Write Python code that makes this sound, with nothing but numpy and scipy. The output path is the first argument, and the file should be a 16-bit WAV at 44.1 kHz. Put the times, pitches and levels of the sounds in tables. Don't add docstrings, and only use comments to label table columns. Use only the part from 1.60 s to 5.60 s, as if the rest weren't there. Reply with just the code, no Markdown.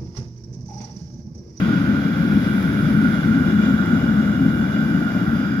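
import sys
import numpy as np
from scipy import signal
from scipy.fft import rfft, irfft, next_fast_len
from scipy.io import wavfile
from scipy.ndimage import uniform_filter1d, map_coordinates

SR = 44100
rng = np.random.default_rng(int(sys.argv[2]) if len(sys.argv) > 2 else 0)


def generate_wav(signal):
    frames = np.transpose(np.atleast_2d(signal))
    scaled = np.clip(frames, -1, 1) * 32767
    pcm = np.round(scaled).astype(np.int16)
    wavfile.write(sys.argv[1], SR, pcm)


N = 176400
TIME_S = np.arange(N) / SR
FFT_SIZE = next_fast_len(N + 8192)
FREQ_HZ = np.fft.rfftfreq(FFT_SIZE, 1 / SR)
SIDE = np.array([[1], [-1]])

# freq_hz, left_over_right_db
BURNER_BALANCE = [(40, 3.5), (200, 3.5), (280, 2), (400, 2)]


def burner():
    # freq_hz, relative_db
    spectrum = [(15, -95.5), (30, -84), (40, -66.5), (52, -60), (73, -49.5), (92, -51), (125, -45),
                (185, -38.5), (214, -40), (248, -41.5), (274, -39), (305, -46.5), (350, -52.5), (420, -67),
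                (600, -112)]
    # time_s, level_db
    flame = [(0, -16.5), (.4, -19.5), (.55, -20), (.66, -17), (.9, -20), (1.15, -19.5), (1.42, -17.5),
             (1.62, -21), (1.8, -17.5), (2.35, -18.5), (2.6, -20.5), (2.8, -19), (3.3, -19.5), (4, -21.5)]
    trim_db, flicker_db = 0.65, 1
    roar = unit(rush(amp(over_freq(spectrum)) * pan(over_freq(BURNER_BALANCE)), likeness=1.0))
    return roar * amp(over_time(flame) + trim_db + flicker_db * wobble(rate_hz=12))


def drone():
    # time_s, level_db
    swells = [(0, -31.5), (.6, -28.5), (.74, -16.5), (.82, -30), (1.3, -24.5), (1.45, -20), (1.62, -29.5),
              (1.71, -18), (1.78, -30), (2, -23), (2.2, -24), (2.44, -28.5), (2.51, -18), (2.62, -15.5),
              (2.76, -22), (2.85, -28.5), (3.1, -23), (3.5, -30.5), (4, -26)]
    pitch_hz, wander_hz, flicker_db = 213.1, 8.94, 2.5
    phase = 2 * np.pi * np.cumsum(pitch_hz + wander_hz * wobble(rate_hz=45)) / SR
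    envelope = amp(over_time(swells) + flicker_db * wobble(rate_hz=35.15))
    tone = np.sqrt(2) * np.sin(phase) * envelope
    return filtered(tone, pan(over_freq(BURNER_BALANCE)) * left_lead())


def intake():
    # freq_hz, relative_db
    skirt = [(900, -105), (1150, -85), (1330, -59), (1400, -60), (1500, -54.5), (1570, -60.5),
             (1680, -64.5), (1900, -75.5), (2300, -105)]
    # time_s, level_db
    strength = [(0, -35.5), (.5, -37.5), (.85, -40), (1.05, -36), (1.7, -34.5), (2.3, -34), (2.9, -38),
                (4, -34.5)]
    pitch_hz, trim_db, flicker_db = 1429, 5, 0.2
    peak = amp(-50.5) * resonance(pitch_hz, width_hz=48)
    core = amp(-49) * resonance(pitch_hz, width_hz=13)
    spectrum = np.hypot(amp(over_freq(skirt)), np.hypot(peak, core))
    note = unit(rush(spectrum * pan(balance_db=-12.5), likeness=1))
    return note * amp(over_time(strength) + trim_db + flicker_db * wobble(rate_hz=10))


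def airflow():
    # freq_hz, left_density_db, right_density_db
    spectrum = [(152, -77, -75), (392, -65, -60.5), (470, -60, -66), (610, -62, -65.5), (821, -63.5, -73),
                (990, -73.5, -73.5), (1170, -66.5, -69), (1770, -75, -70), (2104, -68, -75),
                (2560, -79, -94.5), (3150, -79.5, -82.5), (3700, -78.5, -89.5), (3990, -83, -97),
                (4500, -85.5, -87), (5300, -84, -85), (6130, -87.5, -109), (6700, -88, -101),
                (7140, -92, -108), (7500, -108, -120), (10000, -120, -120)]
    # time_s, left_gain_db, right_gain_db
    strength = [(0, 0, 3), (.7, -1.5, 1.5), (1.4, -0.5, 1.5), (2.2, 0, 1.3), (3, -1, -2), (3.6, -0.5, -0.5),
                (4, -4.5, -3)]
    # freq_hz, likeness_0_to_1
    likeness = [(350, 0.88), (600, 0.7), (760, 0), (1000, 0.5), (1250, 0.96), (2000, 0.9), (3000, 0.4),
                (5000, 0), (8000, 0)]
    flicker_db = 0.67
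    broad = rush(amp(over_freq(spectrum)), over_freq(likeness))
    air = drifting(broad, drift_db=0.8) * amp(over_time(strength)) + whistle()
    bright = spray()
    air += drifting(ducts(), drift_db=1.1) + drifting(bright, drift_db=3.0)
    return air * amp(flicker_db * wobble(rate_hz=20))


def ducts():
    # centre_hz, width_hz, beside_left_db, beside_right_db, under_left_db, under_right_db
    modes = [(2280, 94, -76, -73.5, -74.5, -82), (2370, 56, -65, -74, -67.5, -75),
             (2878, 48, -72.5, -69, -67.5, -68.5), (3335, 52, -68.5, -69, -73.5, -77),
             (3448, 38, -75.5, -76.5, -67, -71.5), (3860, 62, -75, -83, -75, -88),
             (4755, 54, -77.5, -81.5, -81, -87.5), (4910, 93, -87, -80.5, -85, -87),
             (5520, 180, -96.5, -81.5, -87.5, -85), (6270, 130, -93, -92.5, -91, -112),
             (6730, 75, -88, -83.5, -82.5, -94.5), (7300, 130, -100, -108, -85.5, -104)]
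    # time_s, fraction
    path = [(0, 0), (.5, 0), (1.1, 0.55), (1.4, 0.54), (1.7, 0.86), (2.1, 0.99), (3.5, 0.96), (3.8, 0.38),
            (4, 0.49)]
    # time_s, gain_db
    strength = [(0, -1.5), (.7, -1), (1.3, 0), (2.1, 2.5), (2.6, 0.5), (3.1, -2), (3.6, -1), (4, -3)]
    flicker_db = 0.83
    power = 0
    for centre_hz, width_hz, *levels_db in modes:
        power += (amp(levels_db)[:, None] * resonance(centre_hz, width_hz)) ** 2
    beside, under = (rush(gain, likeness=0.5) for gain in np.sqrt(power).reshape(2, 2, -1))
    place = np.clip(over_time(path), 0, 1)
    blend = np.sqrt(1 - place) * beside + np.sqrt(place) * under
    return blend * amp(over_time(strength) + flicker_db * wobble(rate_hz=7.3))


def spray():
    # freq_hz, left_density_db, right_density_db
    spectrum = [(1000, -92, -91.5), (2100, -78.5, -72), (2600, -79, -81.5), (3830, -80, -85),
                (4420, -89, -90.5), (5500, -100, -92), (6050, -100, -96), (6800, -101, -94.5),
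                (7550, -115, -118), (10000, -97.5, -92), (15000, -106, -102)]
    # time_s, gain_db
    shielding = [(0, 3), (.5, -2.5), (1.1, 0), (1.45, 0), (1.75, -7), (2.4, -16), (3.5, -21), (3.8, -2.5),
                 (4, -17)]
    return rush(amp(over_freq(spectrum)), likeness=0.34) * amp(over_time(shielding))


def blower():
    # time_s, turns_per_s
    shaft = [(0, 73.3), (.35, 73.15), (.7, 73.4), (1.5, 73.5), (2.4, 73.37), (3.4, 73.3), (4, 73.2)]
    orders = [21, 22, 23, 32, 38, 41]
    # left_db, right_db
    order_levels = [(-44.5, -37.5), (-47.5, -48.5), (-52, -55.5), (-59, -65.5), (-64, -67.5), (-70, -71)]
    # pitch_hz, left_db, right_db
    drive = [(9996, -75.5, -78), (15230, -84, -88), (15377, -79, -88.5)]
    # freq_hz, left_density_db, right_density_db
    hiss_spectrum = [(6000, -115, -120), (8060, -105, -112), (8500, -103, -105), (9250, -100, -87.5),
                     (10250, -99, -97.5), (11330, -91.5, -91), (12350, -96, -89.5), (13600, -93.5, -102),
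                     (15700, -97.5, -107)]
    # time_s, gain_db
    hiss_strength = [(0, -5.5), (.8, 0), (1.35, -1), (1.9, -0.5), (2.6, 0), (3.5, -2.5), (4, -5)]
    speed_wander, flutter_depth = 0.0007, 0.12
    whine_flicker_db, hiss_flicker_db = 1.8, 0.55
    turns_per_s = over_time(shaft)[0] * (1 + speed_wander * wobble(rate_hz=15))
    shaft_rad = 2 * np.pi * np.cumsum(turns_per_s) / SR
    tones = [(order * shaft_rad, levels_db) for order, levels_db in zip(orders, order_levels)]
    tones += [(2 * np.pi * pitch_hz * TIME_S, levels_db) for pitch_hz, *levels_db in drive]
    whine = 0
    for phase, levels_db in tones:
        tone = np.sqrt(2) * np.sin(phase + SIDE)
        whine += amp(levels_db)[:, None] * tone * amp(whine_flicker_db * wobble(rate_hz=6.92))
    hiss = drifting(rush(amp(over_freq(hiss_spectrum)), likeness=0.1), drift_db=2.5)
    hiss *= amp(over_time(hiss_strength) + hiss_flicker_db * wobble(rate_hz=18))
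    return whine + hiss * (1 + flutter_depth * np.sin(shaft_rad))


def whistle():
    # time_s, level_db
    strength = [(0, -62), (.3, -69), (1.3, -75), (2.8, -72), (3.2, -56), (3.6, -61), (3.8, -56.5), (4, -52)]
    band = unit(rush(resonance(centre_hz=4890, width_hz=130), likeness=0.41))
    return band * pan(balance_db=1.5) * amp(over_time(strength))


def ticks():
    # start_s, level_db
    contacts = [(.049, -46.5), (.199, -42.5), (.483, -37), (.637, -42), (1.029, -32), (1.041, -46),
                (2.261, -32), (3.604, -41.5)]
    # freq_hz, gain_db
    colour = [(2000, -20), (6000, 0), (8000, -13), (10000, -3), (13500, 1), (15500, -4.5)]
    t60_s, rattle_gain_db, snap_gain_db = 0.006, -8, 9
    age_s = np.arange(SR // 20) / SR
    clicks = np.zeros((2, N + SR))
    for start_s, level_db in contacts:
        start = round(start_s * SR)
        decay = amp(level_db + rattle_gain_db - 60 * age_s / t60_s)
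        clicks[:, start:start + len(age_s)] += decay * rng.standard_normal((2, len(age_s)))
        clicks[:, start] = amp(level_db + snap_gain_db)
    return filtered(clicks[:, :N], amp(over_freq(colour))) * pan(balance_db=-3)


def rush(gain, likeness):
    common, opposed = rfft(rng.standard_normal((2, FFT_SIZE)))
    spread_rad = np.arccos(np.clip(likeness, 0, 1)) / 2
    pair = np.cos(spread_rad) * common + SIDE * np.sin(spread_rad) * opposed
    return irfft(pair * left_lead() * gain * np.sqrt(SR / 2), FFT_SIZE)[:, :N]


def left_lead():
    # freq_hz, lead_rad
    lead = [(50, .15), (280, 0.31), (450, 1.28), (620, 0.64), (900, 6.45), (1400, 8), (1540, 8.5),
            (1700, 9.2), (2000, 13.35), (2850, 14.2), (3400, 17.8), (4600, 19.56), (6000, 23.33)]
    return np.exp(0.5j * SIDE * over_freq(lead))


def drifting(x, drift_db):
    bands = signal.stft(x, nperseg=512)[2]
    drift = rng.standard_normal(bands.shape)
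    for _ in range(2):
        drift = uniform_filter1d(drift, size=4, axis=1)
        drift = uniform_filter1d(drift, size=110, axis=2, mode="wrap")
    return signal.istft(bands * amp(drift_db * unit(drift)), nperseg=512)[1][:, :N]


def resonance(centre_hz, width_hz):
    return 1 / (1 + ((FREQ_HZ - centre_hz) / width_hz) ** 2)


def amp(db):
    return 10 ** (np.asarray(db) / 20)


def unit(x):
    return x / np.sqrt(np.mean(x ** 2))


def over_freq(rows):
    freq_hz, *columns = np.transpose(rows)
    return np.array([np.interp(np.log(FREQ_HZ + 1), np.log(freq_hz + 1), c) for c in columns])


def over_time(rows):
    time_s, *columns = np.transpose(rows)
    return np.array([np.interp(TIME_S, time_s, c) for c in columns])


def wobble(rate_hz):
    return map_coordinates(rng.standard_normal(int(N * rate_hz / SR) + 4), [TIME_S * rate_hz])


def pan(balance_db):
    return amp(0.5 * SIDE * balance_db)


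def filtered(x, gain):
    return irfft(rfft(x, FFT_SIZE) * gain, FFT_SIZE)[..., :N]


def scene():
    return burner() + drone() + intake() + airflow() + blower() + ticks()


def record(dry):
    return filtered(dry, FREQ_HZ < 15750)


dry = scene()
out = record(dry)
generate_wav(out)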